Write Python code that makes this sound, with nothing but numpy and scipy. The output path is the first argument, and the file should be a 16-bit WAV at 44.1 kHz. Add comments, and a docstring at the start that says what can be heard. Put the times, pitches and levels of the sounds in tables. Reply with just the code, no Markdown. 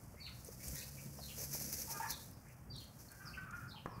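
"""Hens take a dust bath in a backyard: feathers scuff in dry dirt (hiss mixed with tiny clicks),
a flurry of wing strokes throws grit, and bodies bump the ground (short puffs of noise).
A hen clucks softly, a buzz shaped by her throat and beak. Further off, a small bird whistles
mostly falling notes, and something knocks once close by. Clucks, chirps and knock echo a little
in the yard, over a low rumble, faint airy noise and the hum of a distant engine."""
import sys
import numpy as np
from scipy import signal
from scipy.fft import rfft, irfft, next_fast_len
from scipy.io import wavfile
from scipy.ndimage import map_coordinates

SR = 44100
rng = np.random.default_rng(int(sys.argv[2]) if len(sys.argv) > 2 else 0)


def transcribe(u):
    """Save the signal u as a 16-bit wav file named by the first command-line argument.

    u: samples, shape (n,) or (channels, n), limited to [-1, 1]; the rate is SR.
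    q: integer samples, one column per channel.
    """
    v = np.clip(np.atleast_2d(u).T, -1, 1)
    q = np.round(v * 32767).astype(np.int16)
    wavfile.write(sys.argv[1], SR, q)


N = 176400  # 4 seconds

# How the distant engine drifts (time [s], base pitch [Hz], base level [dB])
ENGINE_PATH = [(0,61.6,-66),(.45,61.4,-63),(.75,67.5,-59),(1.1,69.34,-55.5),(1.55,71.04,-55),(1.9,67.64,-61.5),(2.4,64.7,-67),(3,64.15,-72.5),(4,66.17,-73)]
# The tones in its hum (multiple of the base pitch, level added to the base level [dB])
ENGINE_TONES = [(1,-1.5),(2,0.5),(3,-5)]
# Tone colour of the low outdoor rumble (frequency [Hz], relative level [dB])
RUMBLE_COLOUR = [(20,-23),(45,-8.5),(65,-3),(90,-2),(125,0),(170,-6.5),(230,-9.5),(330,-17),(600,-32),(1500,-70)]
# Tone colour of the open air (frequency [Hz], relative level [dB])
AIR_COLOUR = [(100,-6.5),(400,-2.5),(550,2.5),(900,1),(1500,-4.5),(2300,-11),(3300,-21),(5000,-44),(8000,-18.5),(15500,-16)]
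# The small bird's notes
# (time [s], length [s], start pitch [Hz], end pitch [Hz], level [dB], rasp [0-1])
BIRD_NOTES = [(0.16,0.078,1990,2476,-60,.3),(0.199,0.045,4533,4405,-49,.06),(.225,0.075,4290,3810,-51,1),(0.257,0.04,2730,2210,-54,1),(0.593,0.061,2150,2440,-60,0.4),(.72,0.1,1780,2050,-57.5,0.75),(0.742,0.13,3680,4860,-56.5,1),(.81,0.027,2520,2590,-56,0.33),(.965,0.046,2177,2499,-59.5,.7),(1.165,0.041,6140,4740,-58,.7),(1.204,0.078,4380,4080,-52.5,0.5),(1.278,0.049,3150,2630,-54,0.83),(2.062,.03,6000,5650,-52,.4),(2.078,.08,4674,3636,-48.5,0.94),(2.3,.09,5400,4900,-69.5,0.76),(2.431,0.099,1700,2510,-65.5,1),(2.698,0.042,4700,4616,-49.5,0.02),(2.724,0.054,4120,3630,-55.5,0.86),(2.73,0.033,5600,5480,-63,0.23),(2.766,0.0355,4450,4055,-52,0.3),(2.789,0.05,3470,2974,-60.5,0.7),(3.082,0.014,4450,4300,-59.5,0.13),(3.205,0.047,6300,5700,-75,0.6),(3.248,0.059,5770,4170,-52,0.43),(3.33,0.032,2700,2446,-51,.6),(3.674,.04,5010,4510,-58.5,.8),(3.701,0.0368,4260,3860,-52.5,0.63),(3.749,0.054,3350,2595,-57.5,0.66),(3.873,.12,5680,4540,-68,0.39)]
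# The tones of the knocked object; a fade time is how long a sound takes to drop by 60 dB
# (frequency [Hz], relative level [dB], fade time [s])
KNOCK_TONES = [(1042,3,0.0099),(780,4.5,0.0065),(494,6.5,0.0066),(300,-4.5,0.011),(193,-12,0.04),(1650,-6.5,0.015)]
# The hen's clucks (time [s], length [s], start pitch [Hz], end pitch [Hz],
# throat resonance [Hz], level [dB], roughness [0-1])
HEN_CLUCKS = [(0.269,0.05,436,436,1350,-65,0.53),(1.87,0.065,425,480.5,860,-53.5,0.25),(1.924,0.074,413,395.4,1355,-53,0.09),(1.994,0.028,429.7,472,883,-40.5,0.07),(2.009,0.063,444,400,1700,-48,0.69),(2.04,0.044,410,376,1120,-49.5,0.76),(3.095,.07,400,395,1550,-61.5,0.16),(3.196,0.044,379,407,1480,-54.5,0.08),(3.223,0.11,408.5,367.4,1360,-58.5,0.42),(3.366,0.033,378,385,1464,-47,0.11),(3.385,0.17,345,385,1320,-58,0.65),(3.521,0.0466,334.2,379,1405,-49,.2),(3.574,0.11,382,358.4,1390,-57.5,0.51),(3.73,0.029,414,417,920,-58,0.54),(3.849,0.2,336.4,331.5,1040,-59.5,0.65)]
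# Single bits of grit landing (time [s], level [dB], centre frequency [Hz])
GRIT_TICKS = [(.037,-57,9000),(0.447,-44.5,9000),(0.682,-38,8500),(0.788,-43,6900),(2.311,-51,12000),(2.485,-58.5,8000),(2.763,-51.5,8400),(2.783,-55,7000),(3.117,-46,10300),(3.509,-50.5,7000),(3.859,-58,6100)]
# Wings and bodies bumping the ground (time [s], level [dB], centre frequency [Hz], fade time [s])
BODY_BUMPS = [(0.141,-50,520,0.045),(.486,-47,480,.04),(.635,-45,129,0.051),(.668,-40,59,0.21),(.682,-58,600,.03),(0.729,-44,167,0.12),(1.061,-44.5,133,0.14),(1.186,-47.5,735,0.075),(1.375,-52.5,527,0.3),(1.42,-54,505,0.11),(1.549,-43,575,0.039),(1.61,-49.5,600,0.045),(1.956,-42.5,432,0.054),(2.368,-44.5,122.5,0.075),(3.431,-44,122,.08),(3.963,-45.5,128,0.2)]
# How loudly the feathers shuffle in the dirt (time [s], level [dB])
SHUFFLE_LEVELS = [(0,-66.5),(.17,-68),(.42,-60.5),(.59,-60.5),(.66,-49),(.8,-51),(.92,-57),(1.0,-55),(1.13,-58),(1.31,-54),(1.42,-51.5),(1.85,-49.5),(2.08,-53.5),(2.26,-57.5),(2.36,-69.5),(2.5,-68),(2.73,-76),(2.8,-60.5),(2.92,-68.5),(3.03,-62),(3.32,-64),(3.49,-73.5),(3.6,-64),(3.8,-74),(4,-73.5)]
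# Wing strokes and kicks (time of the peak [s], rough length [s], level [dB])
WING_STROKES = [(.472,0.032,-54.5),(.525,0.027,-58),(0.659,.04,-51.5),(0.784,.05,-48.5),(0.879,0.019,-59),(1.261,0.036,-56),(1.385,0.029,-47),(1.434,0.053,-44),(1.546,0.042,-40.5),(1.611,.04,-43.5),(1.675,0.073,-47),(1.737,0.024,-39.5),(1.805,.055,-43),(1.918,0.037,-42),(1.98,0.017,-48),(2.018,0.022,-52),(2.113,.03,-40),(2.528,0.028,-70),(3.005,0.033,-57.5),(3.57,0.031,-65.5)]
# Tone colour of bodies rubbing on the ground (frequency [Hz], relative level [dB])
BODY_COLOUR = [(80,-25),(150,4),(280,5.5),(400,-5.5),(520,6.5),(700,-10.5),(1000,-21),(2000,-24)]
# Tone colour of shuffling feathers (frequency [Hz], relative level [dB])
FEATHER_COLOUR = [(300,-13),(900,-41),(1500,-11),(2400,-12.5),(3200,-18),(4000,-17),(4800,-3.5),(6100,-0.5),(7500,-5),(9800,-5.5),(12300,-2),(14000,-7.5),(15500,-5.5)]
# Tone colour of a wing stroke (frequency [Hz], relative level [dB])
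WING_COLOUR = [(300,-8),(1200,-17),(2400,-9.5),(3200,-26.5),(4000,-14.5),(4900,-5),(6100,3),(7600,-9.5),(9800,-9.5),(12200,1),(14000,-13.5),(15500,-4.5)]


def amp(db):
    """Turn decibels into a number to multiply a sound by."""
    return 10 ** (np.asarray(db) / 20)


def unit(x):
    """Scale a sound to an average strength (rms) of 1."""
    return x / np.sqrt(np.mean(x ** 2) + 1e-20)


def curves(rows):
    """Join a table's points with straight lines: one curve for each column after the time."""
    times, *columns = np.transpose(rows)
    return [np.interp(np.arange(N) / SR, times, column) for column in columns]


def wobble(per_s):
    """A smooth curve through per_s random values a second."""
    return map_coordinates(rng.standard_normal(4096), [np.arange(N) * per_s / SR], mode="wrap")


def filtered(x, response):
    """Turn each frequency in x up or down by response(frequency)."""
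    size = next_fast_len(len(x) + 8192)
    return irfft(rfft(x, size) * response(np.fft.rfftfreq(size, 1 / SR)), size)[:len(x)]


def coloured(x, colour):
    """Give x a tone colour from a table, at strength 1."""
    hz, db = np.transpose(colour)
    return unit(filtered(x, lambda f: amp(np.interp(np.log(f + 1), np.log(hz), db))))


def resonance(f, hz, width_hz):
    """A steep filter peak that lets through the frequencies near hz."""
    return (1j * f * width_hz / (hz ** 2 - f ** 2 + 1j * f * width_hz)) ** 2


def add(track, start_s, sound):
    """Mix a sound into the track at the given time."""
    part = track[max(0, round(start_s * SR)):][:len(sound)]
    part += sound[:len(part)]


def puff(hz, octaves, fade_s, attack_s):
    """A dying puff of noise around one frequency."""
    t = np.arange(SR // 4) / SR
    band = lambda f: 1 / (1 + (np.log2((f + 1) / hz) / octaves) ** 2)
    noise = unit(filtered(rng.standard_normal(len(t)), band))
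    return noise * amp(-60 * t / fade_s) * (1 - np.exp(-t / attack_s))


def note(start_s, length_s):
    """A note's sample positions, its progress from 0 to 1, and its rounded rise and fall."""
    progress = np.linspace(0, 1, int(length_s * SR))
    here = (int(start_s * SR) + np.arange(len(progress))) % N
    return here, progress, np.abs(np.sin(np.pi * progress))


def yard(x, echo, fade_s=0.44, build_s=0.0033):
    """Add the blurred echo of fences and walls."""
    t = np.arange(SR // 2) / SR
    tail = rng.standard_normal(len(t)) * amp(-60 * t / fade_s) * (1 - np.exp(-t / build_s))
    return x + echo * signal.fftconvolve(x, tail / np.linalg.norm(tail))[:N]


def outdoor_air(rumble_db=-57, swell_db=1.9, air_db=-66.5):
    """A low, wavering rumble under faint, steady airy noise."""
    rumble = amp(rumble_db + swell_db * wobble(12)) * coloured(rng.standard_normal(N), RUMBLE_COLOUR)
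    return rumble + amp(air_db) * coloured(rng.standard_normal(N), AIR_COLOUR)


def distant_engine(pitch_waver=0.0143, waver_db=2.0):
    """A far engine hums in three low tones that waver in pitch and loudness."""
    hz, db = curves(ENGINE_PATH)
    phase = 2 * np.pi * np.cumsum(hz * (1 + pitch_waver * wobble(14))) / SR
    return sum(amp(db + tone_db + waver_db * wobble(8)) * np.sin(multiple * phase)
               for multiple, tone_db in ENGINE_TONES)


def small_bird(warble_depth=0.0354):
    """Gliding whistles, some clean and some raspy, smeared by the yard's echo."""
    out, warble = np.zeros(N), wobble(350)
    rasp = unit(wobble(1000)) + 1j * unit(wobble(1000))  # spreads a pure tone into a band of noise
    for start_s, length_s, start_hz, end_hz, db, rough in BIRD_NOTES:
        here, progress, swell = note(start_s, length_s)
        glide_hz = start_hz * (end_hz / start_hz) ** progress
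        hz = glide_hz * (1 + warble_depth * rough * warble[here])
        whistle = np.exp(2j * np.pi * np.cumsum(hz) / SR)
        voice = whistle * (np.sqrt(1 - rough) + np.sqrt(rough / 2) * rasp[here])
        add(out, start_s, amp(db) * swell * voice.real)
    return yard(out, echo=0.86)


def knock(start_s=3.8595, gain_db=-28.5, attack_s=0.00079):
    """One dull tap: the struck object's tones die away almost at once."""
    out, t = np.zeros(N), np.arange(SR // 8) / SR
    ring = sum(amp(db - 60 * t / fade_s) * np.sin(2 * np.pi * hz * t) for hz, db, fade_s in KNOCK_TONES)
    add(out, start_s, amp(gain_db) * ring * (1 - np.exp(-t / attack_s)))
    return yard(out, echo=0.58)


def clucking_hen(waver_depth=0.071, hoarseness=9.9, beak_hz=2436, beak_db=-13.5):
    """A short buzz rings in the throat and beak; rough clucks waver and turn noisy."""
    out, waver, noise = np.zeros(N), wobble(500), rng.standard_normal(N)
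    beak = lambda f: amp(beak_db) * resonance(f, beak_hz, width_hz=150)
    for start_s, length_s, start_hz, end_hz, throat_hz, db, rough in HEN_CLUCKS:
        here, progress, swell = note(start_s, length_s)
        glide_hz = start_hz + (end_hz - start_hz) * progress
        phase = 2 * np.pi * np.cumsum(glide_hz * (1 + waver_depth * rough * waver[here])) / SR
        buzz = unit(sum(np.cos(k * phase) for k in range(1, 9)))
        breath = hoarseness * rough * noise[here] * (1 + np.cos(phase))  # pulses with the buzz
        voice = filtered(buzz + breath, lambda f: resonance(f, throat_hz, width_hz=332) + beak(f))
        add(out, start_s, amp(db) * swell * unit(voice))
    return yard(out, echo=0.94)


def falling_grit():
    """Bits of grit land with tiny, bright ticks."""
    out = np.zeros(N)
    for start_s, db, hz in GRIT_TICKS:
        add(out, start_s, amp(db) * puff(hz, octaves=0.35, fade_s=0.021, attack_s=0.00049))
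    return out


def body_bumps():
    """Wings and bodies hit the ground with soft thuds."""
    out = np.zeros(N)
    for start_s, db, hz, fade_s in BODY_BUMPS:
        add(out, start_s, amp(db) * puff(hz, octaves=0.36, fade_s=fade_s, attack_s=0.0024))
    return out


def rubbing(colour, grains_per_s=1500, spread_db=2.5, grit_share=0.45):
    """Many grains of dirt click over the hiss of sliding feathers."""
    sizes = amp(spread_db * np.minimum(rng.exponential(size=N), 4))
    grains = (rng.random(N) < grains_per_s / SR) * sizes * rng.choice([-1, 1], N)
    hiss = rng.standard_normal(N)
    return coloured(grit_share ** 0.5 * unit(grains) + (1 - grit_share) ** 0.5 * hiss, colour)


def dust_bath(flutter_db=1.05, body_offset_db=-12, lumpy_db=3):
    """Feathers shuffle in the dirt, bodies rub low and unevenly, and wing strokes swell and fade."""
    t = np.arange(N) / SR
    shuffle_db, = curves(SHUFFLE_LEVELS)
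    strokes = np.zeros(N)
    for peak_s, length_s, db in WING_STROKES:
        width_s = length_s * np.where(t < peak_s, 0.63, 0.68)  # rises a little faster than it falls
        strokes += amp(db) * np.exp(-((t - peak_s) / width_s) ** 2)
    bodies = amp(shuffle_db + body_offset_db + lumpy_db * wobble(40.05)) * rubbing(BODY_COLOUR)
    flutter = amp(flutter_db * wobble(110))
    feathers = amp(shuffle_db) * rubbing(FEATHER_COLOUR)
    wings = strokes * rubbing(WING_COLOUR)
    return bodies + flutter * (feathers + wings)


def scene():
    """Add all the sounds together in one channel."""
    bathing = dust_bath() + falling_grit() + body_bumps()
    return (bathing + knock() + clucking_hen() + small_bird() + distant_engine() + outdoor_air())[None]


def record(dry):
    """Cut away the very highest treble."""
    top_hz = 15730
    return np.array([filtered(x, lambda hz: hz < top_hz) for x in dry])


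dry = scene()
out = record(dry)
transcribe(out)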